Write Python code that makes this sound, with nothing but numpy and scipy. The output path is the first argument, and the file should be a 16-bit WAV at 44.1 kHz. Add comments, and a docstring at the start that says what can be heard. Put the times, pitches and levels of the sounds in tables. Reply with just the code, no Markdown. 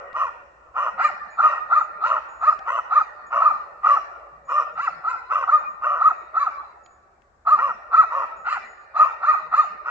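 """Two hunting dogs bay an elk on a snowy rise, heard from a hand-held camera: one clear, one hoarse.
Each bark is a stack of overtones and breath swung over a pitch arch, then shaped by throat and mouth;
dense fading noise echoes stand for the trunks that scatter it. Under it lie a low hum of shaped noise with
faint band-noise swells, a thin high sine whistle and small ticks of snap and thump near the camera."""
import sys
import numpy as np
from scipy import signal
from scipy.fft import rfft, irfft
from scipy.io import wavfile
from scipy.ndimage import uniform_filter1d, minimum_filter1d

SR = 44100
rng = np.random.default_rng(int(sys.argv[2]) if len(sys.argv) > 2 else 0)


def output_pcm(signal):
    """Save a mono or channel-first signal as 16-bit PCM at the path in sys.argv[1].

    Samples are clipped to [-1, 1] before scaling.
    """
    pcm = np.clip(np.atleast_2d(signal).T, -1, 1) * 32767
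    wavfile.write(sys.argv[1], SR, np.round(pcm).astype(np.int16))


N = 436590  # length, samples

# Barks of each dog: [t of the arch top/s, top f/Hz, rise/s, fall/s, effort rising/dB, effort at top/dB,
# effort falling/dB, roughness 0-1, treble/dB, gape = factor on all throat resonances, rasp/dB,
# reach = factor on the front resonances]
CLEAR_BARKS = [(1.055, 590, 0.08, 0.065, -10, -0.5, -12, 0.1, -3, 1.054, 1.5, 0.97),
               (1.45, 622.7, 0.077, 0.13, -10, -3, -16, 0.23, -5, 1.05, -4.5, 0.94),
               (1.776, 606, 0.082, 0.06, -11, -4.5, -8.5, 0.31, -5, 1.057, -2, 0.94),
               (2.081, 544, 0.078, 0.068, -18, -9.5, -13, 0.14, 0, 1.044, -6.5, 0.95),
               (2.49, 612.6, 0.083, 0.055, -12.5, -4.5, -9.5, 0.58, -2.5, 1.013, -1, 0.99),
               (2.98, 603.6, 0.084, 0.053, -13.5, -3, -8.5, 0.47, -4, 1.033, -2.5, 0.93),
               (3.472, 610.3, .084, 0.06, -13.5, -5.5, -9.5, 0.2, -4.7, 1.005, -3.5, 1.01),
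               (3.922, 583.6, 0.088, 0.081, -15, -7.5, -11, 0.12, -3, 0.98, -6.5, 1.02),
               (4.845, 585, 0.086, 0.058, -17, -8, -8.5, 0.069, 0.5, 1.065, 2.5, 0.94),
               (5.108, 510.6, 0.078, 0.077, -19.5, -7, -19.5, 0.12, -2, 1.031, -5, 0.99),
               (5.546, 627.7, .084, 0.09, -12.5, -3, -19.5, .057, -7.5, 1.03, -4.5, 0.94),
               (6.069, 621, 0.079, 0.065, -13.5, -7.5, -8.5, 0.51, -2.5, 1.015, -2, 0.95),
               (6.42, 584.6, .084, .083, -16.5, -6.5, -10.5, 0.31, -1, 1.023, -1, 0.948),
               (7.533, 626, 0.074, 0.081, -11, -8.5, -13.5, 0.16, -1, 1.007, -2.5, 1),
               (7.999, 642.6, 0.085, 0.056, -12, -4, -6, 0.14, -1, 1.04, -0.5, 0.94),
               (8.531, 618, 0.083, 0.06, -16.5, -7, -11, 0.51, 2.5, 1.084, 4, 0.95),
               (9.015, 635, 0.071, 0.13, -13, -5.5, -32.5, 0.63, 1, 0.99, -1.5, 1),
               (9.296, 615.3, 0.085, 0.073, -15.5, -4.5, -10, 0.32, -2, 1.048, 2.5, 0.94),
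               (9.596, 609.4, 0.083, 0.065, -11.5, -4, -11, 0.18, -1, 1.033, 1.5, 0.97)]
HOARSE_BARKS = [(-.3, 575.7, 0.091, 0.12, -4.5, -5, -27.5, 0.82, 1.5, 1.03, 0.39, 0.98),
                (.22, 572.8, 0.085, 0.087, -18.5, -16, -18.5, 0.92, 3.3, 1.002, 0.25, 1.01),
                (.83, 576.4, 0.088, 0.078, -17, -17.5, -15, 1, 1.3, 1.012, 1.6, 1),
                (1.51, 566.3, 0.11, 0.1, -15.5, -21.5, -20, 1, 1.8, 1.004, 1.25, 0.99),
                (2.12, 560, 0.094, 0.088, -13.5, -16, -16, 0.95, 0.86, 0.998, 0.32, 1.03),
                (2.745, 561, 0.09, 0.068, -15, -16.5, -14, 0.99, 1.6, 1.011, 0, 1.04),
                (3.385, 568, 0.083, 0.14, -17, -13.5, -21, 1, 0.82, 1.022, 1.3, 0.95),
                (3.92, 572.2, 0.098, 0.075, -15, -14.5, -15.5, 1, 1.5, 1.03, 0.16, 0.97),
                (4.565, 590.7, 0.09, 0.084, -18, -18, -15.5, 1, 4, 0.99, 0.29, 1.006),
                (5.38, 597.2, 0.089, 0.081, -14, -18, -14, 1, 1.5, 1.046, 0, 0.95),
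                (5.9, 586.7, 0.089, .12, -17, -19, -18.5, 1, 0.73, 1.022, 0.96, 0.978),
                (7.65, 555.7, 0.093, 0.084, -15.5, -13, -14.5, 0.67, .1, 1.016, 0.72, 0.96),
                (8.18, 558, 0.086, 0.084, -20, -17.5, -16, 1, .1, 0.98, 0.24, 1.01),
                (9.07, 537, .1, 0.071, -12, -19.5, -22, 0.81, 1.1, 1, 1.1, 0.97),
                (9.93, 545, 0.091, 0.11, -21, -18, -22, 1, 2.6, 1.03, 0.18, 0.94)]
# Response of throat and mouth, a narrow peak among deep valleys: [f/Hz, level/dB]
CLEAR_THROAT = [(300, -42), (500, -50.5), (700, -13.5), (1020, -20), (1190, -1), (1290, 8), (1460, -21),
                (1620, -33.5), (1850, -19), (2150, -40), (2450, -31.5), (2600, -33.5), (2760, -35),
                (2950, -49.5), (3200, -64), (3600, -51), (4100, -39), (4400, -48), (4700, -46.5),
                (5300, -54.5), (6000, -61.5), (7000, -45.5), (7600, -65)]
HOARSE_THROAT = [(300, -36), (450, -38.5), (630, -14), (830, -17), (1030, -8.5), (1250, 6), (1420, -2.6),
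                 (1620, -41), (1870, -9.5), (2130, -43.5), (2450, -23), (2600, -27.5), (2800, -26.5),
                 (3050, -41), (3450, -55), (4000, -51), (4500, -63), (5100, -49), (5700, -41.5),
                 (6500, -59), (7300, -49), (7700, -59)]
# Front of the mouth: resonances above UPPER_HZ, and the band of the rasp
UPPER_HZ, RASP_LOW_HZ, RASP_HIGH_HZ = 2000, 1600, 3300
# Half-shut mouth against the open one: factors on all resonances, and further on the front ones
HALF_SHUT, UPPER_HALF_SHUT = .96, .92

# Late echo among the trunks, by band: [f/Hz, t60/s, level/dB]
FOREST_ECHO = [(373, 5.3, -8.5), (719, 2.04, -9.5), (880, 0.25, -23.5), (1300, 0.59, -29.5),
               (1586, 1.27, -19), (1940, 1.65, -15.5), (2600, 0.37, -16.5), (3150, 0.037, -23),
               (4250, 1.3, -21.5), (5800, 0.52, -26), (7040, 0.31, -26)]
# First scatter off trunks and snow: [t60/s, level/dB]
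NEAR_TRUNKS = (.035, -9)
ECHO_LENGTH = 3 * SR // 2  # samples
ECHO_CONTRAST = 0.67  # from all sides of the head, the throat's peaks and valleys shrink to this share in dB
CLUMP_DB, CLUMP_PER_S, CLUMP_S = 4, 70, .35  # early echoes come in separate clumps that merge later
PATCHY_DB, PATCH_HZ, PATCH_S = 5.5, 260, .035  # unevenness of the echo, and the size of one patch
# Two microphone ports: [lag of the left/s, most phase lag/rad, middle of the shading toward the right/Hz, swing
# of the shading/dB]
PORTS = (.00014, 2.1, 2600, 6)

# Spectrum of the hum before levelling: [f/Hz, level/dB per Hz]
HUM_SPECTRUM = [(20, -24.5), (33, -17), (56, -5.5), (95, -18), (140, -23.5), (300, -27), (700, -24),
                (1500, -24), (3000, -47), (8000, -45)]
HUM_START_DB, HUM_FADE_DB_PER_S = -59.5, 0.32

# Whistle notes before flicker: [t of the start/s, length/s, level/dB]
WHISTLE_NOTES = [(1.301, 0.095, -58), (2.283, 0.26, -67), (3.262, 0.052, -67), (4.447, 0.15, -64),
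                 (4.653, 0.053, -87), (4.734, 0.059, -82), (5.58, 0.26, -76), (6.14, 0.4, -80.5),
                 (6.674, 0.19, -81), (6.832, 0.23, -71), (8.362, 0.13, -61), (8.643, 0.22, -60.5)]
WHISTLE_HZ, WHISTLE_REST_DB = 6848, -97  # the faint steady tone lies under the notes

# Faint low swells before flicker: [t of the start/s, length/s, level/dB, centre f/Hz]
SWELLS = [(0.01, 0.11, -75.5, 181), (0.937, 0.35, -63.5, 184), (1.628, 0.063, -69, 159),
          (1.934, 0.051, -64.5, 166), (3.223, .06, -66, 209), (3.35, 0.24, -61, 190),
          (4.311, 0.23, -66, 144.4), (4.692, 0.12, -64.5, 150), (4.917, 0.08, -64, 153),
          (5.626, 0.23, -68, 195), (7.509, 0.286, -65, 200), (8.347, 0.072, -64, 171),
          (8.534, 0.17, -71, 212), (9.41, 0.2, -65.5, 166), (9.674, 0.089, -60, 202)]
SWELL_EDGE_S, SWELL_WIDTH_HZ, SWELL_FLICKER_DB, SWELL_REST_DB = 0.016, 81, 4.5, -77.5

# Ticks near the camera: [t/s, snap level/dB, thump level/dB, left minus right/dB]
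TICKS = [(.13, -49.5, -32, 5.5), (2.591, -42, -30, -0.5), (4.199, -62, -50, 6), (6.861, -49, -46, -12.5),
         (7.22, -65, -56.5, 23), (9.018, -47, -28, 2.5)]

# Camera: top of the scene and of the hiss, hiss level
TOP_HZ, HISS_TOP_HZ, HISS_DB = 7850, 12000, -103.5
# Gain control: threshold, share of the excess (in dB) taken off, window
LIMIT_DB, LIMIT_SHARE, LIMIT_S = -5, .7, .008


def undb(db):
    """Decibels to an amplitude factor."""
    return 10 ** (np.asarray(db) / 20)


def unit(x):
    """Scale to an RMS of 1."""
    return x / np.sqrt(np.mean(x ** 2))


def band(x, hz, width):
    """A resonance applied twice, gain 1 at the centre."""
    b, a = signal.iirpeak(min(hz, .45 * SR), hz / width, fs=SR)
    return signal.lfilter(b, a, signal.lfilter(b, a, x))


def wobble(n, hz, count=None):
    """Smooth noise of RMS 1, changing about hz times a second."""
    k = max(int(SR / hz), 1)
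    noise = rng.standard_normal(n if count is None else (count, n))
    return unit(uniform_filter1d(uniform_filter1d(noise, k), k))


def dog(barks, throat, flat, opens, breath_db, tilt, closing, bite, pure_db, depth, breaks, jitter,
        shimmer_db, flutter, flutter_hz, blur):
    """Vocal folds swing up and down a pitch arch; rough folds waver, flutter at a slower rate and leak air."""
    # one second of lead-in lets the echo of an earlier bark hang over the start
    direct, echo = np.zeros(N + 4 * SR), np.zeros((2, N + 4 * SR))
    t = np.arange(-SR // 8, SR // 8) / SR
    n = len(t)
    echo_bands = scatter()
    k = np.arange(1, 17)[:, None]  # overtone numbers
    for (top_s, top_hz, rise, fall, rise_db, top_db, fall_db,
         rough, treble_db, gape, rasp_db, reach) in barks:
        place = np.where(t < 0, t / rise, t / fall)
        arch = np.exp(-abs(place) ** flat)
        # the voice starts clean and breaks up as the push grows
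        broken = np.clip(rough, 0, 1) * np.clip((place + breaks) / .3, 0, 1)
        waver = 1 + jitter * broken * wobble(n, 293.4) + 0.01169 * wobble(n, 45)
        hz = top_hz * arch ** depth * waver
        phase = 2 * np.pi * np.cumsum(hz) / SR

        # overtones bite as the push starts and thin out as it ends
        slope = tilt + closing * np.clip(place, 0, 2) + bite * np.clip(place, -1, 0)
        # each strays on its own in size and phase; above the second it does so even in a clean voice
        stray = wobble(n, 200, count=2 * len(k))
        shimmer = shimmer_db * np.maximum(broken, .7 * (k > 2)) * np.tanh(stray[::2])
        size = k ** -slope * undb(shimmer + treble_db * (k > 4))
        # at the top of the arch the voice purifies: the third to fifth overtones sink
        size = size * undb(-pure_db * arch ** 5 * (k > 2) * (k < 6))
        phase_stray = blur * np.tanh((k - 1) / 2) ** 2 * stray[1::2]
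        folds = np.sum(size * np.cos(k * phase + phase_stray), axis=0)

        flap_hz = flutter_hz * (1 + 0.273 * wobble(n, 46.7))
        flap = 1 + flutter * broken * np.cos(2 * np.pi * np.cumsum(flap_hz) / SR)
        # bright noise, let through once per cycle of the folds
        air = signal.lfilter([1, -2, 1], 1, rng.standard_normal(n)) * (1 + np.cos(phase)) ** 2 / 2
        breath = air * undb(breath_db + treble_db) * np.sqrt(arch)
        # the mouth opens once the arch passes a share of its top
        mouth = np.clip((arch - opens) / 0.41, 0, 1) ** 2
        effort = undb(np.interp(place, [-.6, 0, .6], [rise_db, top_db, fall_db]))
        voice = (folds + breath) * flap * mouth * effort

        # the resonances rise as the jaw drops
        wide = mouth_shape(throat, rasp_db, reach)
        shut = mouth_shape(throat, rasp_db, reach * UPPER_HALF_SHUT)
        front = colour(voice * arch, wide, gape) + colour(voice * (1 - arch), shut, gape * HALF_SHUT)
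        round_about = colour(voice, wide, gape, ECHO_CONTRAST)
        near, far = forest(front, round_about, echo_bands)
        i = int((top_s + 1) * SR) - SR // 8
        direct[i:i + len(near)] += near
        echo[:, i:i + far.shape[1]] += far
    return ports(direct[SR:SR + N]) + echo[:, SR:SR + N]


def mouth_shape(throat, rasp_db, reach):
    """The throat's response for one bark: more or less rasp, front resonances moved."""
    reach = np.clip(reach, .9, 1.1)
    shape = []
    for hz, db in throat:
        moved_hz = hz * (reach if hz > UPPER_HZ else 1)
        shape.append((moved_hz, db + rasp_db * (RASP_LOW_HZ < hz < RASP_HIGH_HZ)))
    return shape


def colour(x, table, shift, contrast=1):
    """Causal filter with the given (Hz, dB) response, by folding the cepstrum of the log gain."""
    hz, db = np.transpose(table)
    f = np.fft.rfftfreq(2048, 1 / SR) + 1
    gain_db = contrast * np.interp(np.log(f), np.log(hz * shift), db)
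    cepstrum = irfft(np.log(undb(gain_db)))
    cepstrum[1:1024] *= 2
    return signal.fftconvolve(x, irfft(np.exp(rfft(cepstrum[:1024], 2048))))


def scatter():
    """Decay and noise of each echo band, alike at the two ports in the bass only."""
    f = np.fft.rfftfreq(ECHO_LENGTH, 1 / SR) + 1
    mid, side = rfft(rng.standard_normal((2, ECHO_LENGTH)))
    wide = np.clip((f / 900) ** 1.5, 0, 1) * side
    noise = rfft(patchy(irfft(np.array([mid + wide, mid - wide]))))
    bands = []
    for hz, t60, db in FOREST_ECHO:
        band_noise = irfft(noise * np.exp(-4 * np.log2(f / hz) ** 2))
        bands.append((undb(db) * fade(t60, ECHO_LENGTH), band_noise))
    return bands


def patchy(noise):
    """Every narrow band of the echo swells and sinks on its own, in small patches."""
    f, t, z = signal.stft(noise, SR, nperseg=512)
    field = rng.standard_normal(z.shape[1:])
    for axis, cell in enumerate([PATCH_HZ / f[1], PATCH_S / t[1]]):
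        field = uniform_filter1d(field, int(cell), axis=axis)
    uneven = z * undb(PATCHY_DB * unit(field))
    return unit(signal.istft(uneven, SR, nperseg=512)[1][:, :ECHO_LENGTH])


def fade(t60, n):
    """An exponential decay of unit energy."""
    return np.exp(-np.log(1000) * np.arange(n) / SR / t60) * np.sqrt(2 * np.log(1000) / t60 / SR)


def forest(front, round_about, bands):
    """Countless small echoes, shuffled for every bark; each band dies at its own rate, late ones from all round."""
    t60, db = NEAR_TRUNKS
    first = undb(db) * fade(t60, SR // 16) * rng.standard_normal(SR // 16)
    first[0] = 1  # the direct sound
    spot = rng.integers(ECHO_LENGTH)
    late = sum(decay * np.roll(noise, spot, axis=1) for decay, noise in bands)
    t = np.arange(ECHO_LENGTH) / SR
    clumps = undb(CLUMP_DB * wobble(ECHO_LENGTH, CLUMP_PER_S) * np.exp(-t / CLUMP_S))
    late = late * clumps * (1 - np.exp(-t / 0.0017))
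    return signal.fftconvolve(front, first), signal.fftconvolve(round_about[None], late, axes=1)


def ports(x):
    """The left port hears later and, shaded by the camera body, duller."""
    lag, most, hz, db = PORTS
    f = np.fft.rfftfreq(N, 1 / SR)
    rise = (f / hz) ** 3
    shade_db = (db * rise / (1 + rise) - .8) / 2
    delay = np.exp(-1j * most * np.tanh(2 * np.pi * f * lag / most))
    return irfft(rfft(x) * np.array([undb(-shade_db) * delay, undb(shade_db)]), N)


def hum():
    """Far noise that slowly fades, much alike at both ports in the bass."""
    f = np.fft.rfftfreq(N, 1 / SR) + 1
    hz, db = np.transpose(HUM_SPECTRUM)
    mid, side = rfft(rng.standard_normal((2, N))) * undb(np.interp(np.log(f), np.log(hz), db))
    wide = np.clip(.24 + (f / 1000) ** 2, 0, 1) * side
    left = undb(1.8) * (mid + wide)
    steady = unit(irfft(np.array([left, mid - wide]), N))
    return steady * undb(HUM_START_DB - HUM_FADE_DB_PER_S * np.arange(N) / SR + 0.45 * wobble(N, 7.5))


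def whistle():
    """A thin, slightly wavering sine that comes in short fading notes over a faint steady tone."""
    t = np.arange(N) / SR
    size = np.full(N, undb(WHISTLE_REST_DB))
    for s, length, db in WHISTLE_NOTES:
        size = size + undb(db) * np.clip(np.minimum((t - s) / 0.0083, (s + length - t) / length), 0, 1)
    hz = WHISTLE_HZ * (1 + 0.0006 * wobble(N, 40))
    tone = np.sqrt(2) * np.sin(2 * np.pi * np.cumsum(hz) / SR)
    right_louder_db = np.array([[0], [1.]])
    return tone * size * undb(4.9 * wobble(N, 25) + right_louder_db)


def swells():
    """Short dull swells of band noise with soft edges and an uneven top, over a weak bed of wavering level."""
    t, noise = np.arange(N) / SR, rng.standard_normal(N)
    out = unit(band(noise, 89, 270)) * undb(SWELL_REST_DB + 1.4 * wobble(N, 2.8))
    flicker = undb(SWELL_FLICKER_DB * wobble(N, 11))
    for s, length, db, hz in SWELLS:
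        # the soft edges lie outside start and end
        shape = np.clip(np.minimum(t - s, s + length - t) / SWELL_EDGE_S + 1, 0, 1) ** 2
        out = out + undb(db) * shape * flicker * unit(band(noise, hz, SWELL_WIDTH_HZ))
    return out


def ticks():
    """A short dry snap of fading noise with a dull, heavily damped sine thump under it."""
    out, t = np.zeros((2, N)), np.arange(SR // 20) / SR
    for s, db, thump_db, pan_db in TICKS:
        snap = undb(db) * np.exp(-t / .0025) * unit(band(rng.standard_normal(len(t)), 1900, 2800))
        thump = undb(thump_db) * np.exp(-t / 0.00056) * np.sin(2 * np.pi * 220 * t)
        i = int(s * SR)
        out[:, i:i + len(t)] += (snap + thump) * undb([[pan_db / 2], [-pan_db / 2]])
    return out


def scene():
    """Both dogs over the hum, with whistle, swells and ticks."""
    clear = dog(CLEAR_BARKS, CLEAR_THROAT, flat=2.2, opens=0.22, breath_db=6.5, tilt=0.09, closing=0.98,
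                bite=0.1, pure_db=1, depth=1, breaks=.72, jitter=.045, shimmer_db=5,
                flutter=.2, flutter_hz=190, blur=1.2)
    hoarse = dog(HOARSE_BARKS, HOARSE_THROAT, flat=2.2, opens=0.26, breath_db=7, tilt=0.25, closing=0.5,
                 bite=0.054, pure_db=0.0, depth=.55, breaks=1, jitter=.05, shimmer_db=4,
                 flutter=.85, flutter_hz=125, blur=.65)
    return clear + hoarse + hum() + swells() + whistle() + ticks()


def record(dry):
    """The camera turns down what is loudest and cuts the top steeply; a very faint hiss of its own lies above."""
    hiss = undb(HISS_DB + 3.6 * wobble(N, 6)) * unit(band(rng.standard_normal((2, N)), 10600, 2600))
    span = int(LIMIT_S * SR)
    gain = np.maximum(abs(dry).max(axis=0) / undb(LIMIT_DB), 1) ** -LIMIT_SHARE
    gain = uniform_filter1d(minimum_filter1d(gain, span), span)
    scene_cut = signal.ellip(8, .2, 60, TOP_HZ, fs=SR, output="sos")
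    hiss_cut = signal.ellip(8, .2, 60, HISS_TOP_HZ, fs=SR, output="sos")
    return signal.sosfilt(hiss_cut, signal.sosfilt(scene_cut, dry * gain) + hiss)


dry = scene()
out = record(dry)
output_pcm(out)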